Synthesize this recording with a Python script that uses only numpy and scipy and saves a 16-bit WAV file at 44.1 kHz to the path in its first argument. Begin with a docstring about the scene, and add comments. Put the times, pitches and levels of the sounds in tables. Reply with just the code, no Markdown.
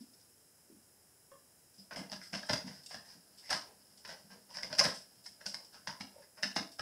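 """Soft bumps and swishes over hiss and room tone: a young cat bats at a toy on a wooden floor. A small knock,
then the cat climbs a rope-wound scratching post in a small room and jumps down. Each claw catch is a cluster of
random fibre snaps through filters: they click, knock the hollow post and thud its base. Steps thud the base
too; paws drag in between as shaped noise, and the rope rustles. A ring near 5 kHz colours the clicks and
swishes."""
import sys
import numpy as np
from scipy import signal
from scipy.fft import rfft, irfft, next_fast_len
from scipy.io import wavfile

SR = 44100
rng = np.random.default_rng(int(sys.argv[2]) if len(sys.argv) > 2 else 0)


def persist_wave(psi):
    """Save psi, clipped to +-1, as 16-bit WAV."""
    counts = np.round(np.clip(psi, -1, 1) * 32767).astype(np.int16)
    wavfile.write(sys.argv[1], SR, np.atleast_2d(counts).T)


N = 300629

# --- common
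LEVEL_SPAN_S = 0.02  # a hit's dB is its energy spread over this time
TOP_HZ = 15700
HIT_SAMPLES = 16384  # buffer of one hit
HIT_T = np.arange(HIT_SAMPLES) / SR
HIT_HZ = np.fft.rfftfreq(HIT_SAMPLES, 1 / SR)

# Background noise spectra: (frequency [Hz], density [dB per Hz, relative])
HISS_COLOUR = [(1470, -21), (2500, -12.5), (3400, -17), (4050, -9), (4410, -15), (5100, 3), (6170, -8.5),
               (6670, -4), (9780, -2.5), (10600, 1.5), (11400, -5), (15600, -9)]
ROOM_TONE_COLOUR = [(15, -53), (25, -27), (86, -2.5), (262, -5), (450, -6), (991, -12), (1070, -16),
                    (1640, -12.5), (2500, -22), (3250, -19), (5500, -120)]
HISS_DB, ROOM_TONE_DB = -66, -72

# Room decay: (frequency [Hz], t60 [s])
ROOM_T60 = [(120, 0.15), (320, 0.35), (840, 0.32), (2200, 0.3), (5500, 0.31), (12000, 0.34)]
# Echo of the wall beside the post; the scatter is a share of the delay
WALL_DELAY_S, WALL_DB, WALL_SCATTER = 0.0055, -7.5, 0.1265

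# Resonances of base and hollow post: (frequency [Hz], width [Hz], level over colour [dB])
BASE_MODES = [(170, 73, 4), (194.5, 15.6, 11)]
POST_MODES = [(611.3, 38, 8.1), (680.5, 5.3, 9.1), (1057, 8.2, 2.9), (1273, 18, 8), (1540, 156, 3.2),
              (1635, 28, 2.2), (1946, 100, 1.1), (2078, 79, 6)]
# Broad rings near 5 kHz and narrow whistling rings on clicks and swishes:
# (frequency [Hz], width [Hz], level over colour [dB])
CLICK_RINGS = [(2770, 25, 2.6), (5020, 210, 4.4), (5010, 210, 12.7), (5286, 490, 12.7), (5740, 200, 4.2),
               (6440, 17, 6.8)]

# Broad colours of base, post, fibre clicks, sliding claw, sliding touch, rubbing paw:
# (frequency [Hz], density [dB per Hz, relative])
THUD_COLOUR = [(20, -35), (50, -20), (80, -6.5), (150, 1), (250, 2.5), (320, -4.5), (420, -16), (700, -6.5),
               (1500, -90.5)]
KNOCK_COLOUR = [(130, -7), (270, -12.5), (400, -10.5), (540, 2), (680, 0.5), (950, 6.5), (1250, -3),
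                (1700, 5.5), (2200, -2.5), (2800, -5.5), (4500, -35.5)]
CLICK_COLOUR = [(1200, -16), (2300, -5), (2800, 1), (3400, -3.5), (4100, -4), (5000, 0), (6200, -6.5),
                (7200, -18.5), (10000, -33)]
FIZZ_COLOUR = [(4000, -46), (6500, -6), (8000, -3), (9500, -8), (11000, -7.5), (13000, -30), (15600, -36)]
SWISH_COLOUR = [(1200, -23), (3000, -6.5), (4300, -6), (5200, 0), (6400, -10.5), (8000, -1.5),
                (10500, -9.5), (15600, -31)]
DRAG_COLOUR = [(150, -18), (300, -10), (400, -3), (480, 5), (650, -2.5), (900, 0.5), (1200, -14.5),
               (1700, -10.5), (3000, -18), (6000, -29)]

# Cat hanging on the post: (start [s], end [s])
CLIMB_SPAN = (1.9, 6.2)

# Light brushes of fur, toy and sliding paws: (time [s], length [s], level [dB])
BRUSHES = [(0.003, 0.034, -60), (0.128, 0.025, -62.5), (0.196, 0.03, -64), (1.739, 0.02, -64.5),
           (1.778, 0.04, -54), (1.957, 0.039, -46), (2.219, 0.052, -49), (2.462, 0.016, -52.5),
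           (2.834, 0.0073, -57.5), (2.861, 0.0055, -49), (2.908, 0.042, -48.5), (3.373, 0.042, -54),
           (3.502, 0.015, -38), (3.974, 0.013, -58), (4.837, 0.012, -34), (4.938, 0.046, -46.5),
           (5.237, 0.065, -51), (5.466, 0.027, -43), (5.645, 0.0077, -58), (6.717, 0.012, -55)]

# Soft bumps, and short hollow rings after hard catches: (time [s], level [dB], pitch [Hz])
BUMPS = [(0.013, -49, 240), (0.703, -59, 314), (0.727, -62, 245), (0.77, -65, 225), (4.811, -34.5, 606),
         (4.823, -41, 614), (5.893, -51.5, 920), (5.903, -50.5, 1010), (6.165, -54, 560), (6.19, -63, 585),
         (6.568, -40.5, 272)]
BUMP_SWELL_S = 0.0035  # width of the swell before the peak

# Modes of the small hard object knocked: (frequency [Hz], level [dB], t60 [s])
TAP_MODES = [(552, -1.5, 0.097), (1090, -4.5, 0.087), (1160, -7, 0.063), (1560, -10.5, 0.052),
             (1720, -12, 0.05), (2170, -20, 0.04), (2770, -18, 0.035), (3250, -16, .025)]
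# The knock and its bounce: (time [s], level [dB])
TAPS = [(1.317, -54), (1.374, -74)]

# Weight landing on a paw and rocking the post: (time [s], level [dB])
STEPS = [(1.775, -56), (1.915, -59), (1.958, -47), (1.986, -44.5), (2.01, -61), (2.116, -47.5),
         (2.325, -41.5), (2.494, -36), (2.64, -43.5), (2.689, -54.5), (2.735, -60), (2.94, -54.5),
         (3.149, -59.5), (3.512, -50.5), (4.08, -62), (4.24, -59.5), (4.317, -58.5), (4.635, -56),
         (4.7, -51.5), (4.848, -38.5), (5.461, -54), (5.877, -52.5), (6.002, -48), (6.429, -43),
         (6.559, -44.5), (6.796, -46.5)]
STEP_S = 0.011  # time for a paw to bear the weight

# Paws and belly dragging along the post: (time [s], length [s], level [dB])
DRAGS = [(1.914, 0.05, -53), (1.988, 0.06, -53), (2.502, 0.035, -44), (2.64, 0.11, -57),
         (2.954, 0.064, -63), (3.653, 0.069, -58.5), (4.12, 0.044, -54.5), (4.302, 0.066, -58.5),
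         (4.641, 0.027, -54), (4.838, 0.018, -41), (5.563, 0.043, -60.5), (6.138, 0.081, -59.5),
         (6.57, 0.017, -49)]

# Claw catches: (time [s], length [s], click level [dB], grip = knock over clicks [dB], pitch of the spot [Hz])
CLAWS = [(1.909, 0.0031, -57.5, 11, 597), (1.9135, 0.002, -58, 2, 1620), (1.93, 0.0056, -54, -5, 570),
         (1.96, 0.0031, -51, 0, 2300), (1.97, 0.001, -54.5, 6.5, 714), (1.987, 0.0096, -51.5, 1, 594),
         (2.098, 0.0012, -54, -8, 820), (2.118, 0.0012, -44.5, -9.5, 820),
         (2.1268, 0.00083, -46.5, -3.5, 645), (2.1313, 0.0025, -47, -4, 825),
         (2.2142, 0.003, -55.5, 2.5, 670), (2.328, 0.0073, -43.5, -3, 2830), (2.338, 0.0024, -45, -1, 1430),
         (2.345, 0.012, -41.5, -3.5, 574), (2.367, 0.01, -47.5, -9, 303), (2.426, 0.0085, -50.5, 1.5, 1600),
         (2.493, 0.0084, -34, 0.5, 614), (2.531, 0.0033, -32, -8.5, 900),
         (2.538, 0.00092, -41.5, -0.5, 1810), (2.666, 0.022, -48.5, -5, 300),
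         (2.712, 0.071, -52.5, -8, 408), (2.902, 0.021, -51.5, 0, 690), (2.943, 0.003, -48, 1, 700),
         (3.051, 0.079, -52, -8.5, 393), (3.432, 0.068, -51, -6.5, 2290), (3.493, 0.01, -48, -3, 2700),
         (3.504, 0.004, -34.5, -6.5, 1690), (3.51, 0.008, -39, 3, 687), (3.527, 0.0032, -35.5, -6, 1890),
         (3.53, 0.003, -44.5, 3, 775), (4.048, 0.0077, -50.5, -1, 2640), (4.075, 0.039, -46.5, -3.5, 614),
         (4.091, 0.0025, -55, 2, 675), (4.3, 0.032, -56.5, -1.5, 980), (4.495, 0.027, -54, -4, 990),
         (4.54, 0.025, -46, -8, 2370), (4.57, 0.0017, -44, -8, 2320), (4.583, 0.0069, -51, 2, 1670),
         (4.6308, 0.0036, -40, -5.5, 2000), (4.7, 0.016, -53.5, 2.5, 970),
         (4.727, 0.004, -40.5, -3.5, 1610), (4.7495, 0.0026, -45.5, -10, 910),
         (4.786, 0.0013, -35.5, -14, 1630), (4.7893, 0.0041, -24, -14.5, 1610),
         (4.7932, 0.0016, -35, -2, 1750), (4.799, 0.0011, -28, -10, 2730), (4.809, 0.0048, -39.5, 5, 1100),
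         (4.839, 0.0014, -39, -1.5, 1580), (4.8484, 0.00085, -42.5, 3, 2750),
         (4.852, 0.0029, -37, -0.5, 610), (4.861, 0.0043, -42.5, -2.5, 790),
         (5.2614, 0.004, -48, -17, 1510), (5.407, 0.0086, -58, 3, 1670), (5.4623, 0.0035, -39, -13, 1501),
         (5.543, 0.0028, -41, -11, 1880), (5.729, 0.032, -54.5, -2.5, 790), (5.872, 0.00099, -49, 5.5, 870),
         (5.874, 0.001, -43.5, -3, 1900), (5.879, 0.0011, -45.5, -5.5, 1880),
         (6.003, 0.011, -45, -2.5, 2150), (6.213, 0.023, -62.5, -1.5, 1670),
         (6.366, 0.025, -57.5, 3.5, 420), (6.427, 0.0014, -43, -14, 1940), (6.4311, 0.0022, -34, -2, 1900),
         (6.4365, 0.0041, -39.5, -3.5, 1750), (6.5614, 0.0047, -33.5, -2, 820),
         (6.566, 0.0028, -42.5, -4.5, 2000), (6.792, 0.0059, -41.5, 0, 1310)]
CLUMP_S, CLUMP_DB = 0.001717, 4.5  # fibres give way in clumps: spacing, spread
LEAD_S, LEAD_DB = 0.007, -8  # a soft crackle leads into each catch, this early, at this level over the clicks
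POST_DETUNE, POST_SCATTER_DB = 0.0151, 5  # spread of mode pitch (share) and mode level per catch
SPOT_WIDTH, SPOT_WET = 0.16, 0.25  # bandwidth as share of pitch; share reaching the room
WET_DB, WET_DB_PER_GRIP_DB = 1.5, 0.38  # shallow snaps at the rope's surface are heard more directly
THUD_LAG_S = 0.00509  # the heavy base answers late
THUD_DB, THUD_DB_PER_GRIP_DB = -14, 0.85  # thud over clicks
FIZZ_DB, USUAL_STROKE_S = -19, 0.01  # fizz over clicks, at this stroke length
FIZZ_DB_PER_DOUBLING = 2  # longer strokes slide more
# Click tilt: a shallow grip snaps thin fibres and loses lower range; a pull above the reference restores it
TILT_DB_PER_GRIP_DB, TILT_DB_PER_PULL_DB, PULL_REF_DB = 1.18, 0.2048, -62.5
# Where that tilt acts: (frequency [Hz], share of the tilt)
TILT_SHARE = [(3300, 0.76), (4900, 0.071)]


def amp(db):
    """Decibels to gain."""
    return 10 ** (np.asarray(db) / 20)


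def along(points, hz):
    """Interpolate (Hz, value) points on a log frequency axis."""
    f, v = np.transpose(points)
    return np.interp(np.log(hz + 1), np.log(f), v)


def at_level(x, db):
    """Scale a hit to its level."""
    return x * amp(db) / np.sqrt(np.sum(x ** 2) / (LEVEL_SPAN_S * SR) + 1e-30)


def add(track, s, x):
    """Mix x into the track from time s on."""
    start = int(np.clip(round(s * SR), 0, N - 1))
    track[start:start + len(x)] += x[:N - start]


def body(colour, modes=()):
    """Minimum-phase, causal response of a broad colour with resonances on it."""
    peaks = sum(amp(db) ** 2 / (1 + (2 * (HIT_HZ - hz) / width) ** 2) ** 0.98 for hz, width, db in modes)
    cepstrum = irfft(np.log(amp(along(colour, HIT_HZ)) * np.sqrt(1 + peaks)))
    # fold the cepstrum onto positive time
    cepstrum[1:HIT_SAMPLES // 2] *= 2
    cepstrum[HIT_SAMPLES // 2 + 1:] = 0
    return np.exp(rfft(cepstrum))


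def resonance(hz, width_hz):
    """One damped mode, unit gain at its pitch."""
    return 1j * HIT_HZ * width_hz / (hz ** 2 - HIT_HZ ** 2 + 1j * HIT_HZ * width_hz)


def lumps(spacing_s, depth_db):
    """Gain wandering at random between points a fixed spacing apart."""
    points_db = np.clip(rng.standard_normal(HIT_SAMPLES), -2, 2)
    return amp(depth_db * np.interp(HIT_T / max(spacing_s, 1e-4), np.arange(HIT_SAMPLES), points_db))


def stroke(length_s, rise):
    """Contact force: builds over a share of the stroke, then lets go."""
    u = HIT_T / max(length_s, 1e-3)
    return (1 - np.exp(-u / rise)) * np.exp(-u ** 2)


def snaps(size, per_second, spread_db):
    """Fibres let go at random moments, with uneven force and either sign."""
    chance, force, side = rng.random(size), rng.standard_normal(size), rng.standard_normal(size)
    return (chance < per_second / SR) * amp(spread_db * np.clip(force, -2, 2)) * np.sign(side)


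def tear(length_s):
    """Spectrum of one run of fibres snapping in clumps, with a little friction noise."""
    fibres = snaps(HIT_SAMPLES, per_second=1600, spread_db=3.5)
    fibres = fibres + 0.11 * rng.standard_normal(HIT_SAMPLES)
    return rfft(fibres * lumps(CLUMP_S, CLUMP_DB) * stroke(length_s, rise=0.92))


def room(wet_db, build_up_s=0.0021, uneven_db=3.5):
    """Direct path, near wall and a fresh, uneven decaying tail, since the cat keeps moving."""
    hz, t, z = signal.stft(rng.standard_normal(HIT_SAMPLES), SR, nperseg=256)
    decay = amp(-60 * t / along(ROOM_T60, hz)[:, None])
    tail = signal.istft(z * decay, SR, nperseg=256)[1][:HIT_SAMPLES]
    tail *= (1 - np.exp(-(HIT_T / build_up_s) ** 2)) * lumps(0.002, uneven_db)
    delay_s = WALL_DELAY_S * (1 + WALL_SCATTER * rng.standard_normal())
    wall = amp(WALL_DB) * np.exp(-2j * np.pi * HIT_HZ * delay_s)
    return 1 + wall + amp(wet_db) * rfft(tail / np.linalg.norm(tail))


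def steady(colour, db):
    """Stationary noise of a given spectrum and RMS level: room tone or hiss."""
    x = irfft(rfft(rng.standard_normal(N)) * amp(along(colour, np.fft.rfftfreq(N, 1 / SR))), N)
    return amp(db) * x / np.std(x)


def rope(level_db, per_second):
    """Sparse fibre ticks: the rope rustles faintly while it carries the cat's weight."""
    start, end = CLIMB_SPAN
    click = body(CLICK_COLOUR, CLICK_RINGS)
    knock = amp(-3.5) * body(KNOCK_COLOUR, POST_MODES)
    thud = amp(7.0) * body(THUD_COLOUR, BASE_MODES)
    tick = irfft((click + knock + thud) * room(wet_db=8.5))
    ticks = signal.fftconvolve(snaps(int((end - start) * SR), per_second, spread_db=2.0), tick)
    track = np.zeros(N)
    add(track, start, amp(level_db) * ticks / np.std(ticks))
    return track


def tap(chatter_s=0.0092, chatter=0.14):
    """A light knock chatters briefly, rings in a few short modes and bounces once."""
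    ring = sum(amp(db - 60 * HIT_T / t60) * np.sin(2 * np.pi * hz * HIT_T) for hz, db, t60 in TAP_MODES)
    track = np.zeros(N)
    for s, db in TAPS:
        rattle = tear(chatter_s)
        contact = 1 + chatter * rattle / np.std(rattle)
        add(track, s, at_level(irfft(rfft(ring) * contact * room(wet_db=3.5)), db))
    return track


def bumps(ring_s=0.0048):
    """Soft bumps and short hollow rings: a sine swells, dies off within a few cycles, and the room carries it on."""
    track = np.zeros(N)
    lead_s = 2 * BUMP_SWELL_S
    t = HIT_T - lead_s
    envelope = np.exp(-np.where(t < 0, (t / BUMP_SWELL_S) ** 2, t / ring_s))
    for s, db, hz in BUMPS:
        push = envelope * np.sin(2 * np.pi * hz * t) * lumps(0.00325, depth_db=3.5)
        heard = irfft(rfft(push) * room(wet_db=0.0, build_up_s=0.0051))
        add(track, s - lead_s, at_level(heard, db))
    return track


def brushes():
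    """Something slides by without catching: a short, soft swish of noise."""
    track = np.zeros(N)
    colour = body(SWISH_COLOUR, CLICK_RINGS)
    for s, length_s, db in BRUSHES:
        force = stroke(length_s, rise=0.069) * lumps(CLUMP_S, depth_db=-1.0)
        swish = rfft(rng.standard_normal(HIT_SAMPLES) * force)
        add(track, s, at_level(irfft(swish * colour * room(wet_db=2)), db))
    return track


def steps():
    """The cat throws its weight onto a paw, and the post thuds on its base."""
    track = np.zeros(N)
    thud = body(THUD_COLOUR, BASE_MODES)
    for s, db in STEPS:
        heard = irfft(tear(STEP_S) * thud * room(wet_db=5.5, build_up_s=0.012))
        add(track, s, at_level(heard, db))
    return track


def drags(catch_db=5):
    """A paw rubs jerkily over the rope, and the hollow post answers with a dull scrape."""
    track = np.zeros(N)
    colour = body(DRAG_COLOUR)
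    for s, length_s, db in DRAGS:
        force = lumps(0.00431, catch_db) * stroke(length_s, rise=0.04)
        rub = rfft(rng.standard_normal(HIT_SAMPLES) * force)
        add(track, s, at_level(irfft(rub * colour * room(wet_db=1.5)), db))
    return track


def loaded_post():
    """Post response with mode pitches and levels shifted by the cat's weight and hold."""
    shifts = rng.standard_normal((len(POST_MODES), 2))
    modes = [(hz * (1 + POST_DETUNE * a), width, db + POST_SCATTER_DB * b)
             for (hz, width, db), (a, b) in zip(POST_MODES, shifts)]
    return body(KNOCK_COLOUR, modes)


def claws(spot_db=10.5, shared=0.27):
    """A soft crackle, then the claw tears the rope: base and post answer, fine fibres click, sliding fizzes."""
    track = np.zeros(N)
    thud, click, fizz = body(THUD_COLOUR, BASE_MODES), body(CLICK_COLOUR, CLICK_RINGS), body(FIZZ_COLOUR)
    for s, length_s, click_db, grip_db, hz in CLAWS:
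        knock_db = click_db + grip_db  # a deeper grip passes more of the pull to the post
        fizz_db = click_db + FIZZ_DB + FIZZ_DB_PER_DOUBLING * np.log2(length_s / USUAL_STROKE_S)
        thud_db = click_db + THUD_DB + THUD_DB_PER_GRIP_DB * grip_db
        space = room(wet_db=WET_DB + WET_DB_PER_GRIP_DB * grip_db, build_up_s=0.0058)
        knock, tugs = loaded_post(), tear(length_s)

        # thin fibres also snap without shaking the post
        fine = shared * tugs + tear(length_s)
        tilt_db = TILT_DB_PER_GRIP_DB * min(grip_db, 0) + TILT_DB_PER_PULL_DB * (click_db - PULL_REF_DB)
        fine = fine * amp(tilt_db * along(TILT_SHARE, HIT_HZ))
        slide = rfft(rng.standard_normal(HIT_SAMPLES) * stroke(length_s + 0.0012, rise=0.31))

        # each spot favours its own pitch, heard most on the direct path
        spot = amp(spot_db) * resonance(hz, SPOT_WIDTH * hz) * (1 + SPOT_WET * (space - 1))
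        add(track, s, at_level(irfft(tugs * knock * (space + spot)), knock_db))
        add(track, s, at_level(irfft(fine * click * space), click_db))
        add(track, s, at_level(irfft(slide * fizz * space), fizz_db))
        add(track, s + THUD_LAG_S, at_level(irfft(tugs * thud * space), thud_db))

        crackle = tear(2 * LEAD_S) * (click + amp(1.5) * (knock + fizz)) * space
        add(track, s - LEAD_S, at_level(irfft(crackle), click_db + LEAD_DB))
    return track


def scene():
    """Room tone and hiss, small noises, then the cat on the post; one channel."""
    background = steady(ROOM_TONE_COLOUR, ROOM_TONE_DB) + steady(HISS_COLOUR, HISS_DB)
    small_noises = tap() + bumps() + brushes()
    climb = rope(level_db=-69.5, per_second=160) + steps() + drags() + claws()
    return (background + small_noises + climb)[None]


def record(dry):
    """Brick-wall band limit: nothing passes from TOP_HZ up."""
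    m = next_fast_len(N + SR // 2)
    passband = np.fft.rfftfreq(m, 1 / SR) < TOP_HZ
    return irfft(rfft(dry, m) * passband, m)[..., :N]


dry = scene()
out = record(dry)
persist_wave(out)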